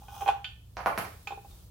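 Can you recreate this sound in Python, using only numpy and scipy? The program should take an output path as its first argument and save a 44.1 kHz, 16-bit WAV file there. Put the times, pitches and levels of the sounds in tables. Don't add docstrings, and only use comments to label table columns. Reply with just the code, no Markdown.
import sys
import numpy as np
from scipy import signal
from scipy.fft import rfft, irfft
from scipy.io import wavfile

SR = 44100
rng = np.random.default_rng(int(sys.argv[2]) if len(sys.argv) > 2 else 0)


def to_wav(sig):
    pcm = np.clip(np.atleast_2d(sig), -1, 1) * 32767
    pcm = np.round(pcm).astype(np.int16)
    wavfile.write(sys.argv[1], SR, pcm.T)


N = 74970
TIME = np.arange(N) / SR
HZ = np.maximum(np.fft.rfftfreq(N, 1 / SR), 1)
STEEL_CATCHES_PER_S = 600
BRAKE_PAN_DB, RING_PAN_DB = 1, -4.7


def backplate():
    # start_s, level_db, contact_brightness_hz, low_mode_boom_db
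    slips = [(.0185, -34.5, 700, -18), (.083, -36.5, 5500, -3.5), (.146, -42, 4800, -3),
             (.164, -37, 2200, -20), (.2085, -31, 4840, -4), (.2135, -28.5, 2400, -14),
             (.2198, -24, 2900, -2), (.2272, -26.5, 990, 2.5), (.2605, -20.5, 2700, -4.5),
             (.2693, -24, 4000, 3), (.278, -15, 8000, -8.5), (.2868, -7, 2100, -8.5),
             (.3255, -35.5, 1400, -3.5), (.3645, -31, 910, -11), (.397, -41.5, 1400, -4),
             (1.272, -31, 7000, 0), (1.3055, -27, 2200, -1.5), (1.3205, -26, 2200, 4),
             (1.374, -29, 750, 4.5), (1.446, -28.5, 478, -9), (1.4548, -40, 481, -10)]
    # pitch_hz, level_db, t60_s
    low_modes = [(386, -29, 0.14), (431.5, -20, 0.1)]
    # pitch_hz, level_db, t60_s
    main_modes = [(794.4, 1, 0.068), (800.4, -17, 0.24), (886, -1.5, 0.019), (1034, -16, 0.07),
                  (1138.5, -12, 0.026), (1492, -23.5, 0.11), (2485, -18.5, 0.075), (2524, -27, 0.034),
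                  (3230, -14, 0.013)]
    # pitch_hz, level_db
    crack_colour = [(100, -38), (300, -12.5), (550, 1.5), (750, 15.5), (1100, 11.5), (1500, 9),
                    (2000, -1.5), (2700, 9.5), (3500, 3), (5000, -6), (10000, -5), (15000, -12)]
    # time_s, level_db
    drag_curve = [(0, -93), (.035, -73), (.07, -83.5), (.12, -68), (.2, -67.5), (.25, -78.5), (.42, -77),
                  (.46, -78.5), (.55, -110)]
    boom_cut_hz, plate_cut_hz = 250, 880

    each_push = [soften(click(start_s, db), bright_hz) for start_s, db, bright_hz, _ in slips]
    pushes = sum(each_push)
    booms = sum(from_db(slip[-1]) * push for slip, push in zip(slips, each_push))
    drag = level(drag_curve) * soften(catches(STEEL_CATCHES_PER_S), hz=2200)

    low_ring = low_cut(convolve(booms, ringing(low_modes)), boom_cut_hz)
    main_ring = low_cut(convolve(pushes + drag, ringing(main_modes)), plate_cut_hz)
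    crack_noise = burst(colour(diffuse(), crack_colour), t60=0.13)
    crack = low_cut(from_db(10.5) * convolve(pushes, crack_noise), boom_cut_hz)

    ring_in_room = garage(low_ring + main_ring, early_db=-30, room_db=-12)
    crack_in_room = garage(crack, early_db=-17, room_db=-9)
    return pan(RING_PAN_DB) * ring_in_room + pan(BRAKE_PAN_DB) * crack_in_room


def spanner():
    # start_s, level_db, favoured_pitch_hz, width_hz, tick_db
    clinks = [(0.083, -51, 1450, 200, -37), (0.277, -29, 3293, 394, -19), (0.444, -23.5, 3090, 640, -27.5),
              (1.272, -26.5, 2520, 240, -17), (1.308, -35, 3580, 80, -42), (1.507, -39, 3680, 50, -41)]
    # pitch_hz, level_db, t60_s
    modes = [(1491, -3, .11), (1782, -11, .17), (2430, -9, .1), (2530, -21, .16), (2620, -9, .07),
             (2799, -16, .09), (3076, -12.5, .11), (3290, -11, .04), (3488, -17, .17), (4598, -15, .14),
             (5803, -27, .15), (7074, -21, .17), (9690, -21, .11)]
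    # pitch_hz, level_db
    crack_colour = [(500, 6), (1500, 9.5), (2000, 4.5), (3100, 4), (4000, 4.5), (4600, 1), (5400, -7.5),
                    (9000, -12), (15000, -11)]
    # pitch_hz, level_db
    tick_colour = [(300, -19.5), (1200, 13.5), (2000, -3.5), (3500, 6.5), (5000, -2), (6200, -2),
                   (7100, -0.5), (8200, -22), (15000, -14.5)]

    blows = sum(resonance(click(start_s, db), hz, width_hz) for start_s, db, hz, width_hz, _ in clinks)
    contacts = sum(click(start_s, tick_db) for start_s, *_, tick_db in clinks)
    ticks = convolve(contacts, burst(colour(diffuse(), tick_colour), t60=0.06))
    crack_noise = burst(colour(diffuse(), crack_colour), t60=0.05)
    crack = from_db(19) * convolve(blows, crack_noise)

    ring_in_room = garage(convolve(blows, ringing(modes)), early_db=-9, room_db=-5)
    noise_in_room = garage(crack + ticks, early_db=-2, room_db=-8.5)
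    return pan(RING_PAN_DB) * (ring_in_room + noise_in_room)


def wrench():
    # start_s, thump_db, knock_db, clack_db, crack_db, tick_db, rattle_db
    landings = [(0.7691, -11, -2, -3, -10.5, -18.5, -42), (0.791, -25, -10, -3.5, -18, -43, -40),
                (0.8062, -22, -5, -5.5, -16.5, -41, -35.5), (0.8602, 1, 12.5, 13, -2, -17, -22),
                (.8637, -11.5, -19, 7, -22, -27.5, -24.5), (.8705, -14, 5, 3.5, -10.5, -37, -22.5),
                (.977, 5, -10, 6, -1, -14.5, -16.5), (0.9817, -30, 4.5, -22, -11.5, -24, -12),
                (1.048, -11, -7.5, -10, -21, -27, -50), (1.053, -29, -15.5, -16, -23, -26, -50)]
    # low_hz, high_hz
    ranges = [(150, 380), (480, 880), (800, 1400), (1400, 2800), (4000, 6200), (9000, 15000)]
    # pitch_hz, level_db, t60_s
    modes = [(266, -36, 0.24), (634, -46, 0.18), (890, -43, 0.21), (1136, -51, 0.35), (1216, -42, 0.33),
             (1510, -42.5, 0.19), (3830, -47, 0.3), (5180, -53, 0.14)]

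    hits = [sum(click(start_s, levels[k]) for start_s, *levels in landings) for k in range(len(ranges))]
    rattle = convolve(hits[-1], burst(diffuse(), t60=0.012))
    hits[-1] = rattle
    knocks = sum((-1) ** k * band(hit, *edges) for k, (hit, edges) in enumerate(zip(hits, ranges)))
    knocks = knocks + from_db(-4.5) * resonance(rattle, hz=7150, width_hz=540)
    chatter = convolve(knocks, burst(catches(per_s=200), t60=0.087))
    knocks = knocks + from_db(-9.5) * chatter

    ring = from_db(-14) * convolve(knocks, ringing(modes))
    return pan(-3) * (garage(knocks, early_db=-1.5, room_db=4) + ring)


def scrape():
    # time_s, level_db
    curve = [(0, -59), (.07, -63.5), (.11, -52.5), (.17, -49), (.22, -46), (.25, -51), (.29, -54.5),
             (.34, -67.5), (.42, -72.5), (.5, -130)]
    # pitch_hz, level_db
    rub_colour = [(400, -11), (800, 7), (1300, 5), (2000, -22.5), (3200, 5), (4400, -12.5), (5300, -5.5),
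                  (5900, 1), (6700, -7), (8400, -9.5), (9800, -7), (11000, -9), (13300, -9), (14400, -2),
                  (15600, -5)]
    rub = level(curve) * colour(catches(STEEL_CATCHES_PER_S), rub_colour)
    return pan(BRAKE_PAN_DB) * garage(rub, early_db=3, room_db=-2) / 2


def clothes():
    # time_s, level_db
    curve = [(0, -60), (.4, -67), (.72, -66.5), (1.05, -54), (1.2, -58), (1.44, -61), (1.51, -56),
             (1.63, -58.5), (1.7, -63.5)]
    # pitch_hz, level_db
    rustle_colour = [(300, 11.5), (1000, 8), (2000, -0.5), (3700, 6.5), (6000, 3.5), (10000, 4),
                     (15000, 5.5)]
    return level(curve) * colour(diffuse(), rustle_colour)


def rumble():
    # pitch_hz, level_db
    air_colour = [(20, -16), (35, -6), (58, 9.5), (90, 6.5), (140, -7), (250, -16), (600, -26.5),
                  (2000, -45.5)]
    return from_db(-52) * colour(diffuse(), air_colour)


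def hum():
    # pitch_hz, rms_level_db
    tones = [(58, -59), (115, -59.5), (175, -68)]
    return sum(from_db(db) * np.sqrt(2) * np.sin(2 * np.pi * (hz * TIME + rng.random()))
               for hz, db in tones)


def garage(x, early_db, room_db):
    # pitch_hz, t60_s
    room_decay = [(150, 0.17), (400, 0.41), (900, 0.33), (3000, 0.45), (7000, 0.3), (14000, 0.28)]
    noise = rfft(diffuse())
    centres = np.log([hz for hz, _ in room_decay])
    tail = 0
    for share, (_, t60) in zip(np.eye(len(centres)), room_decay):
        weight = np.interp(np.log(HZ), centres, share)
        tail = tail + burst(irfft(noise * weight, N), t60)
    echoes = from_db(early_db) * burst(diffuse(), t60=0.3) + from_db(room_db) * tail
    delay = int(.002 * SR)
    return x + convolve(x, np.pad(echoes, ((0, 0), (delay, 0))))


def catches(per_s):
    size_db = 4 * np.minimum(rng.exponential(1, N), 2)
    sizes = from_db(size_db) * rng.choice([-1, 1], N)
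    grains = sizes * (rng.random(N) < per_s / SR)
    return grains / grains.std()


def ringing(modes):
    return sum(from_db(db) * dying(t60) * np.sin(2 * np.pi * hz * TIME) * (-1) ** (k // 2 + 1)
               for k, (hz, db, t60) in enumerate(modes))


def click(s, db):
    return from_db(db) * (np.arange(N) == int(s * SR))


def burst(noise, t60):
    envelope = dying(t60)
    return noise * envelope / np.sqrt(np.sum(envelope ** 2))


def diffuse():
    # pitch_hz, likeness (1 = identical)
    likeness = [(60, 0.98), (300, 0.8), (700, 0.2), (1400, 0.12), (3000, 0.028), (12000, .05)]
    mid, side = rfft(rng.standard_normal((2, N)))
    alike = np.clip(at_hz(likeness, HZ), 0, 1)
    common = np.sqrt((1 + alike) / 2) * mid
    opposed = np.sqrt((1 - alike) / 2) * side * [[1], [-1]]
    return irfft(common + opposed, N)


def colour(x, spectrum):
    gain = from_db(at_hz(spectrum, HZ))
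    return irfft(rfft(x) * gain / np.sqrt(np.mean(gain ** 2)), N)


def resonance(x, hz, width_hz):
    r = np.exp(-np.pi * width_hz / SR)
    feed = np.array([1, 0, -1]) * (1 - r * r) / 2
    feedback = [1, -2 * r * np.cos(2 * np.pi * hz / SR), r * r]
    return signal.lfilter(feed, feedback, x + 1e-18)


def soften(x, hz):
    r = np.exp(-2 * np.pi * hz / SR)
    return signal.lfilter([(1 - r) ** 2], [1, -2 * r, r * r], x + 1e-18)


def band(x, low_hz, high_hz):
    edges = [low_hz, min(high_hz, .45 * SR)]
    return signal.sosfilt(signal.butter(2, edges, "band", fs=SR, output="sos"), x + 1e-18)


def low_cut(x, hz):
    return signal.sosfilt(signal.butter(3, hz, "high", fs=SR, output="sos"), x)


def convolve(x, response):
    return signal.fftconvolve(np.atleast_2d(x), np.atleast_2d(response), axes=-1)[:, :N]


def pan(db):
    return from_db(np.array([[.5], [-.5]]) * db)


def dying(t60):
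    return np.exp(-np.minimum(np.log(1000) * TIME / t60, 50))


def level(curve):
    return from_db(np.interp(TIME, *np.transpose(curve)))


def at_hz(points, hz):
    f, value = np.transpose(points)
    return np.interp(np.log(hz), np.log(f), value)


def from_db(db):
    return 10 ** (np.asarray(db) / 20)


def scene():
    work = backplate() + spanner() + wrench() + scrape()
    background = clothes() + rumble() + hum()
    return work + background


def record(dry):
    return signal.sosfilt(signal.ellip(12, .1, 90, 15850, fs=SR, output="sos"), dry)


dry = scene()
out = record(dry)
to_wav(out)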